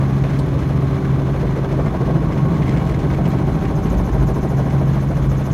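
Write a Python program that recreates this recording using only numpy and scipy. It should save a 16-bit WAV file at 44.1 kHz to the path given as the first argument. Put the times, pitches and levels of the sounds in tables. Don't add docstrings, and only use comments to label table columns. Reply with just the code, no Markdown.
import sys
import numpy as np
from scipy import signal
from scipy.fft import rfft, irfft, next_fast_len
from scipy.io import wavfile
from scipy.ndimage import map_coordinates

SR = 44100
rng = np.random.default_rng(int(sys.argv[2]) if len(sys.argv) > 2 else 0)


def master(y):
    cut = np.clip(np.atleast_2d(y).T, -1, 1)
    pcm = np.round(cut * 32767)
    wavfile.write(sys.argv[1], SR, pcm.astype(np.int16))


N = 243961
TIME = np.arange(N) / SR

# start_s, level_db, crisp_part_db (added to level_db)
RUSTLES = [(0.238, -35, -17), (0.292, -41, -10), (0.335, -41, -12), (0.589, -47, -4), (1.718, -51, 2),
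           (1.861, -40.5, -10), (2.317, -41, -10), (2.376, -39, -16), (2.544, -41, -8), (2.620, -36.5, -15),
           (2.672, -35, -14), (2.693, -37.5, -8.5), (2.722, -45, -14), (2.764, -36.5, -9),
           (2.798, -40, -15), (2.867, -41, -9), (2.892, -40, -10), (2.941, -38.5, -13), (2.991, -40, -6.5),
           (3.104, -40.5, -12), (3.135, -39, -13), (3.256, -36, -12), (3.309, -44, -7), (3.385, -44, -8),
           (3.651, -39, -12), (3.856, -43, -15), (4.699, -40, -8)]
# start_s, length_s, level_db
RUBS = [(.22, .2, -57), (2.52, 0.46, -52), (2.83, 0.09, -49), (3.07, 0.13, -49), (3.25, 0.082, -45)]
# pitch_hz, level_db
DULL_COLOUR = [(900, -3), (2000, 18.5), (3200, 5.5), (4500, -5)]
CRISP_COLOUR = [(3000, 5), (4200, 2), (6500, 0.5), (8500, -5), (11000, -21), (15700, -16)]
RUB_COLOUR = [(1400, 18), (2200, -8), (4000, 0), (6500, -9), (8500, -10), (11000, -11), (15700, -16)]
# pitch_hz, level_db
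CLICK_COLOUR = [(1500, -12), (3800, 8.5), (6500, -5), (8700, 2), (11500, -13), (15700, -11)]
# pitch_hz, level_db, fade_s
CLINK_NOTES = [(8600, -14, .08), (10850, -11, .11), (11660, -15, .1), (13220, -3, .1), (14350, -6, .07)]

# time_s, wash_db, boom_db
WASH = [(0, -3.5, -25), (1.28, -5, -24), (1.45, -4, -25), (1.85, 5, -21.5), (2.35, -2.5, -22),
        (2.7, -4, -19.5), (3.2, -0.5, -22), (3.75, -3.5, -22), (4.6, 0.5, -20.5), (5.0, -2.5, -25),
        (5.53, -2.5, -25.5)]
# start_s, length_s, level_db
GUSTS = [(1.7, 0.47, -35), (3.8, 0.68, -24), (5.03, 0.41, -28.5)]
CHURNS = [(2.05, 1.04, -29)]
# pitch_hz, level_db
HOLLOW_COLOUR = [(44, -45), (51, 15), (55.5, 19), (60, -28), (68, -33)]
RUMBLE_COLOUR = [(36, 9), (44, 7), (60, 14.5), (75, 4), (95, 4), (125, 10), (160, 2.5)]
BOOM_COLOUR = [(60, -31), (100, -6.5), (130, 3), (155, 5), (195, -2.5), (230, -4.5), (300, -8.5),
               (400, -8.5), (520, -27), (900, -73)]
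CHURN_COLOUR = [(190, -1), (230, -3), (270, -8)]
RUSH_COLOUR = [(200, -20), (420, 3), (620, 4), (950, 3), (1300, 5), (1600, 0), (2100, -2), (2700, -7.5),
               (3600, -10.5), (4300, -13.5), (4900, -19), (6000, -18), (6800, -20.5), (7600, -28.5)]
HISS_COLOUR = [(3000, -8), (5000, 1), (6500, 5.5), (7600, -2), (9300, 3), (10300, 1), (11400, 3.5),
               (13000, -3), (15700, -2)]

# pitch_hz, level_db
GEAR_NOTES = [(998.2, -50.5), (1020.5, -53), (1043.5, -54), (1133.5, -52), (5076, -87)]
# time_s, level_db
MAIN_GEAR_LEVEL = [(0, -47), (0.5, -49), (0.8, -44), (1.45, -47), (1.85, -42.5), (2.35, -39.5),
                   (2.9, -43.5), (3.8, -43), (4.6, -46), (5.53, -49)]
# time_s, first_db, second_db, third_db
FAN_LEVELS = [(0, -43, -40, -44), (.5, -35.5, -51, -49.5), (.9, -33.5, -44.5, -44.5),
              (1.6, -33.5, -48.5, -47.5), (2.1, -38, -41, -46), (2.9, -41.5, -45.5, -53),
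              (3.5, -37, -41, -53), (4.2, -40, -40, -57), (5.53, -45, -49.5, -59)]
# multiple_of_blade_rate, level_db
FAN_HIGH_NOTES = [(4, -57.5), (5, -55.5), (6, -61.5), (9, -66)]
TAIL_NOTES = [(1, -32), (2, -33.5), (3, -43)]

# time_s, level_db, fade_db_per_pass
TIP_WHISTLE = [(0, -59, -2), (0.8, -61, 0), (1.5, -68, -3), (2.4, -63, 4), (3.6, -56.5, 10), (3.9, -52, 10),
               (4.4, -50, 7), (4.75, -54.5, 8), (5.15, -53.5, 9), (5.35, -51, 14), (5.53, -48, 19)]
# pitch_hz, level_db
TIP_LOW_COLOUR = [(4200, -11), (5100, -4.5), (5900, -3.5), (6500, -5.5), (7100, -24)]
TIP_HIGH_COLOUR = [(7600, -20), (9400, -10), (10400, -8), (11500, -7), (12800, -9), (14500, -12)]
CABIN_FILTER = [(4400, -3), (5500, -1), (6400, 4), (6950, 1), (7500, -5), (9300, -2), (10300, -5),
                (11400, -0.5), (12400, -4), (13500, -7), (15500, -12)]
# start_s, level_db, pitch_hz
HARD_SLAPS = [(0.24, -26, 510), (0.548, -20.5, 450), (1.342, -23, 610), (1.432, -18, 520),
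              (1.563, -19, 450), (1.641, -23, 480), (1.786, -20, 540), (2.003, -20, 540),
              (2.094, -21.5, 600), (2.89, -20.5, 430), (3.031, -19, 620), (3.183, -16.5, 600),
              (3.261, -21.5, 590), (3.482, -24, 640), (3.925, -22, 620), (4.152, -20.5, 480),
              (4.292, -21, 600), (4.51, -21.5, 600), (4.585, -22, 520), (4.81, -17.5, 500),
              (5.099, -21, 480)]
# pitch_hz, level_db
SLAP_COLOUR = [(340, -13), (430, 6.0), (650, 2.0), (850, -24.0), (1300, -5.0)]
# time_s, swing_db, edge_db
WHOOSH = [(0, 5.5, -42), (0.8, 1, -52), (1.3, 2.8, -41), (1.55, 5, -49), (2.05, 4.5, -43), (2.3, 2, -38.5),
          (2.85, 1, -40), (3.15, 4, -37), (3.7, 1.5, -39), (4.4, 5.5, -37.5), (4.75, 4.5, -38),
          (5.0, 4.5, -53), (5.53, 2.5, -41)]
# pitch_hz, level_db
WHOOSH_COLOUR = [(220, -28), (340, 0), (430, 0), (530, 0), (650, 1), (760, -6), (950, -7), (1150, -16),
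                 (1500, -16), (2200, -37.5)]
EDGE_COLOUR = [(650, -1), (800, -5), (950, 0), (1060, -3.5), (1250, -18)]

# time_s, cycles_per_s
ENGINE_SPEED = [(0, 22.645), (1, 22.68), (2.6, 22.68), (3.2, 22.725), (3.8, 22.645), (4.3, 22.645),
                (4.9, 22.73), (5.53, 22.66)]
# time_s, level_db
FIRING_LEVEL = [(0, -17), (.7, -20.5), (1.3, -18.5), (1.9, -23.5), (2.15, -23), (2.5, -21.5), (3.03, -24.5),
                (3.4, -20), (3.9, -28.5), (4.3, -24.5), (4.55, -20.5), (4.87, -15), (5.08, -22.5),
                (5.28, -15.5), (5.53, -22)]
OCTAVE_LEVEL = [(0, -31.5), (1.1, -30.5), (1.9, -40.5), (3.6, -33), (5.53, -37.5)]
# multiple_of_cycle_rate, level_db
EXHAUST_NOTES = [(3, -31), (4, -34), (5, -34), (7, -35.5), (8, -32.5), (9, -31.5), (10, -44), (11, -42.5),
                 (13, -38.5), (14, -35.5), (15, -43), (16, -44.5)]


def gain_of(db):
    return 10 ** (np.asarray(db) / 20)


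def evened(x):
    return x / np.sqrt(np.mean(x ** 2) + 1e-20)


def curves(rows):
    times, *columns = np.transpose(rows)
    return [np.interp(TIME, times, column) for column in columns]


def coloured(x, colour):
    pitches, db = np.transpose(colour)
    size = next_fast_len(N)
    hz = np.fft.rfftfreq(size, 1 / SR) + 1
    roll_off = np.minimum(np.minimum(hz / pitches[0], pitches[-1] / hz), 1) ** 4
    shape = gain_of(np.interp(np.log(hz), np.log(pitches), db)) * roll_off
    return irfft(rfft(x, size) * shape, size)[:N]


def noise(colour):
    return evened(coloured(rng.standard_normal(N), colour))


def drift(rate_hz):
    size = 4096
    hz = np.fft.rfftfreq(size, TIME[-1] / size)
    slow = irfft(rfft(rng.standard_normal(size)) / (1 + (hz / rate_hz) ** 4))
    return evened(np.interp(TIME, np.linspace(0, TIME[-1], size), slow - slow.mean()))


def tone(turns, waver, waver_hz):
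    angle = 2 * np.pi * (turns + rng.random())
    return evened((1 + waver * drift(waver_hz)) * np.cos(angle) + waver * drift(waver_hz) * np.sin(angle))


def harmonics(turns, notes, waver, waver_hz):
    return sum(gain_of(db) * tone(round(k) * turns, waver, waver_hz) for k, db in notes)


def throb(blade, lead, swing_db):
    swell = gain_of(swing_db * np.cos(2 * np.pi * (blade + lead)))
    return swell / np.sqrt(np.i0(swing_db * np.log(10) / 10))


def swells(rows):
    return sum(gain_of(db) * np.sin(np.pi * np.clip((TIME - s) / length, 0, 1)) for s, length, db in rows)


def hit_shape(age_s, rise_s, fade_s):
    return (1 - np.exp(-age_s / rise_s)) * np.exp(-np.log(1000) * age_s / fade_s)


def hit(start_s, rise_s, fade_s):
    loudness = np.zeros(N)
    ringing = (TIME > start_s) & (TIME < start_s + 2 * fade_s)
    loudness[ringing] = hit_shape(TIME[ringing] - start_s, rise_s, fade_s)
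    return loudness


def rustles():
    catches = [gain_of(db) * hit(s - .001, rise_s=.00086, fade_s=.15) for s, db, _ in RUSTLES]
    crisp_catches = [catch * gain_of(db) for catch, (_, _, db) in zip(catches, RUSTLES)]
    dull = np.linalg.norm(catches, axis=0) * noise(DULL_COLOUR)
    crisp = np.linalg.norm(crisp_catches, axis=0) * noise(CRISP_COLOUR)
    grain = gain_of(7.5 * np.tanh(drift(500)))
    rubs = swells(RUBS) * gain_of(2.1 * drift(40)) * noise(RUB_COLOUR)
    return grain * (dull + crisp + rubs)


def ticks():
    click = hit(start_s=.387, rise_s=.0024, fade_s=.081) * noise(CLICK_COLOUR)
    clink = sum(gain_of(db) * hit(start_s=3.279, rise_s=.005, fade_s=fade) * np.sin(2 * np.pi * hz * TIME)
                for hz, db, fade in CLINK_NOTES)
    return gain_of(-35) * click + gain_of(-40) * clink


def cabin_echoes(air):
    count = 14
    echoes = np.zeros(round(.005 * SR))
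    echoes[rng.integers(len(echoes) // 10, len(echoes), count)] = .07 * rng.choice([-1, 1], count)
    treble = signal.sosfilt(signal.butter(2, 1400, "high", fs=SR, output="sos"), air)
    return air + signal.oaconvolve(treble, echoes)[:N]


def downwash(blade):
    _, boom_db = curves(WASH)
    swirl_db = drift(21) + 1.2 * drift(98)
    gusts = swells(GUSTS)
    rumble_level = np.hypot(gain_of(-29), gain_of(.5) * gusts)
    rumble = rumble_level * noise(RUMBLE_COLOUR) * throb(blade, lead=.15, swing_db=-.5)
    hollow = (gain_of(-32) + gusts) * noise(HOLLOW_COLOUR)
    boom = gain_of(boom_db + .3) * noise(BOOM_COLOUR) * throb(blade, lead=.015, swing_db=2)
    rush_db = -37 - .33 * TIME + swirl_db
    rush = gain_of(rush_db) * noise(RUSH_COLOUR) * throb(blade, lead=.094, swing_db=.77)
    hiss = gain_of(-58.5 + .67 * swirl_db) * noise(HISS_COLOUR) * throb(blade, lead=.075, swing_db=.5)
    churn = swells(CHURNS) * noise(CHURN_COLOUR)
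    return rumble + hollow + boom + churn + rush + hiss


def gears(cycle):
    main_db, = curves(MAIN_GEAR_LEVEL)
    main_hz = 1090.7
    clock_s = cycle / cycle[-1] * TIME[-1]
    whine = sum(gain_of(db) * tone(hz * clock_s, waver=.85, waver_hz=6.2) for hz, db in GEAR_NOTES)
    return whine + gain_of(main_db) * tone(main_hz * clock_s, waver=.4, waver_hz=22)


def tail_rotor(cycle):
    return harmonics(3.565 * cycle, TAIL_NOTES, waver=.24, waver_hz=1.2)


def cooling_fan(cycle):
    passes = 17.06 * cycle
    low = sum(gain_of(db) * tone(k * passes, waver=.2 * k ** 1.3, waver_hz=4.8 * k)
              for k, db in enumerate(curves(FAN_LEVELS), 1))
    return low + harmonics(passes, FAN_HIGH_NOTES, waver=1, waver_hz=13)


def doppler(x, past, fall):
    speed = np.exp(-fall * past + .027 * drift(39.2))
    return map_coordinates(x, [np.cumsum(speed)], order=3, mode="mirror")


def blade_tips(blade):
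    level_db, fade_db = curves(TIP_WHISTLE)
    lead = .09
    past = (blade + lead + .5) % 1 - .5
    swell = np.abs(np.cos(np.pi * past)) ** .9 * gain_of(-fade_db * past)
    swell *= gain_of(1.1 * drift(11))
    low = doppler(noise(TIP_LOW_COLOUR), past, fall=.42) * gain_of(-11 * past - 3.5 + 1.8 * drift(48))
    high = doppler(noise(TIP_HIGH_COLOUR), past, fall=.7) * gain_of(.65 * drift(20))
    return gain_of(level_db) * swell * coloured(low + high, CABIN_FILTER)


def blade_slaps(blade):
    wash_db, _ = curves(WASH)
    lead = .15
    pass_number, fraction = np.divmod(blade + lead + 1, 1)
    scatter_db = rng.standard_normal(N)[pass_number.astype(int)]
    age_s = fraction / (np.gradient(blade) * SR)
    soft = gain_of(-25 + wash_db + scatter_db) * hit_shape(age_s, rise_s=.0082, fade_s=.1)
    starts, _, pitches = np.transpose(HARD_SLAPS)
    hz = pitches[np.searchsorted(starts, TIME) - 1]
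    hz *= 1 + .35 * np.tanh(drift(326))
    hard = sum(gain_of(db) * hit(s, rise_s=.003, fade_s=.16) for s, db, _ in HARD_SLAPS)
    return hard * np.sin(2 * np.pi * np.cumsum(hz) / SR) + soft * noise(SLAP_COLOUR)


def blade_whoosh(blade):
    wash_db, _ = curves(WASH)
    swing_db, edge_db = curves(WHOOSH)
    angle = 2 * np.pi * (blade - .01)
    chop = gain_of(swing_db * (np.cos(angle) - .25 * np.cos(2 * angle) - 1))
    edge = gain_of(edge_db) * throb(blade, lead=.04, swing_db=3.5) * noise(EDGE_COLOUR)
    level_db = -28.5 + .65 * wash_db + 1.2 * drift(28)
    return gain_of(level_db) * chop * noise(WHOOSH_COLOUR) + edge


def engine(cycle):
    firing_db, = curves(FIRING_LEVEL)
    octave_db, = curves(OCTAVE_LEVEL)
    _, boom_db = curves(WASH)
    shake = .09 * gain_of(2.5 * (boom_db + 25))
    firing = gain_of(firing_db) * tone(6 * cycle, waver=shake, waver_hz=5.9)
    octave = gain_of(octave_db) * tone(12 * cycle, waver=.13, waver_hz=13)
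    return firing + octave + harmonics(cycle, EXHAUST_NOTES, waver=.26, waver_hz=1.7)


def scene():
    cycle = np.cumsum(curves(ENGINE_SPEED)[0]) / SR
    blade = .5986 * cycle - .39
    air = blade_whoosh(blade) + blade_slaps(blade) + downwash(blade) + blade_tips(blade) + rustles()
    machinery = engine(cycle) + gears(cycle) + tail_rotor(cycle) + cooling_fan(cycle)
    return (machinery + cabin_echoes(air) + ticks())[None]


def record(dry):
    cutoff_hz = 15730
    low_pass = signal.firwin(1023, cutoff_hz, window=("kaiser", 9), fs=SR)
    return signal.oaconvolve(dry, low_pass[None], "same")


dry = scene()
out = record(dry)
master(out)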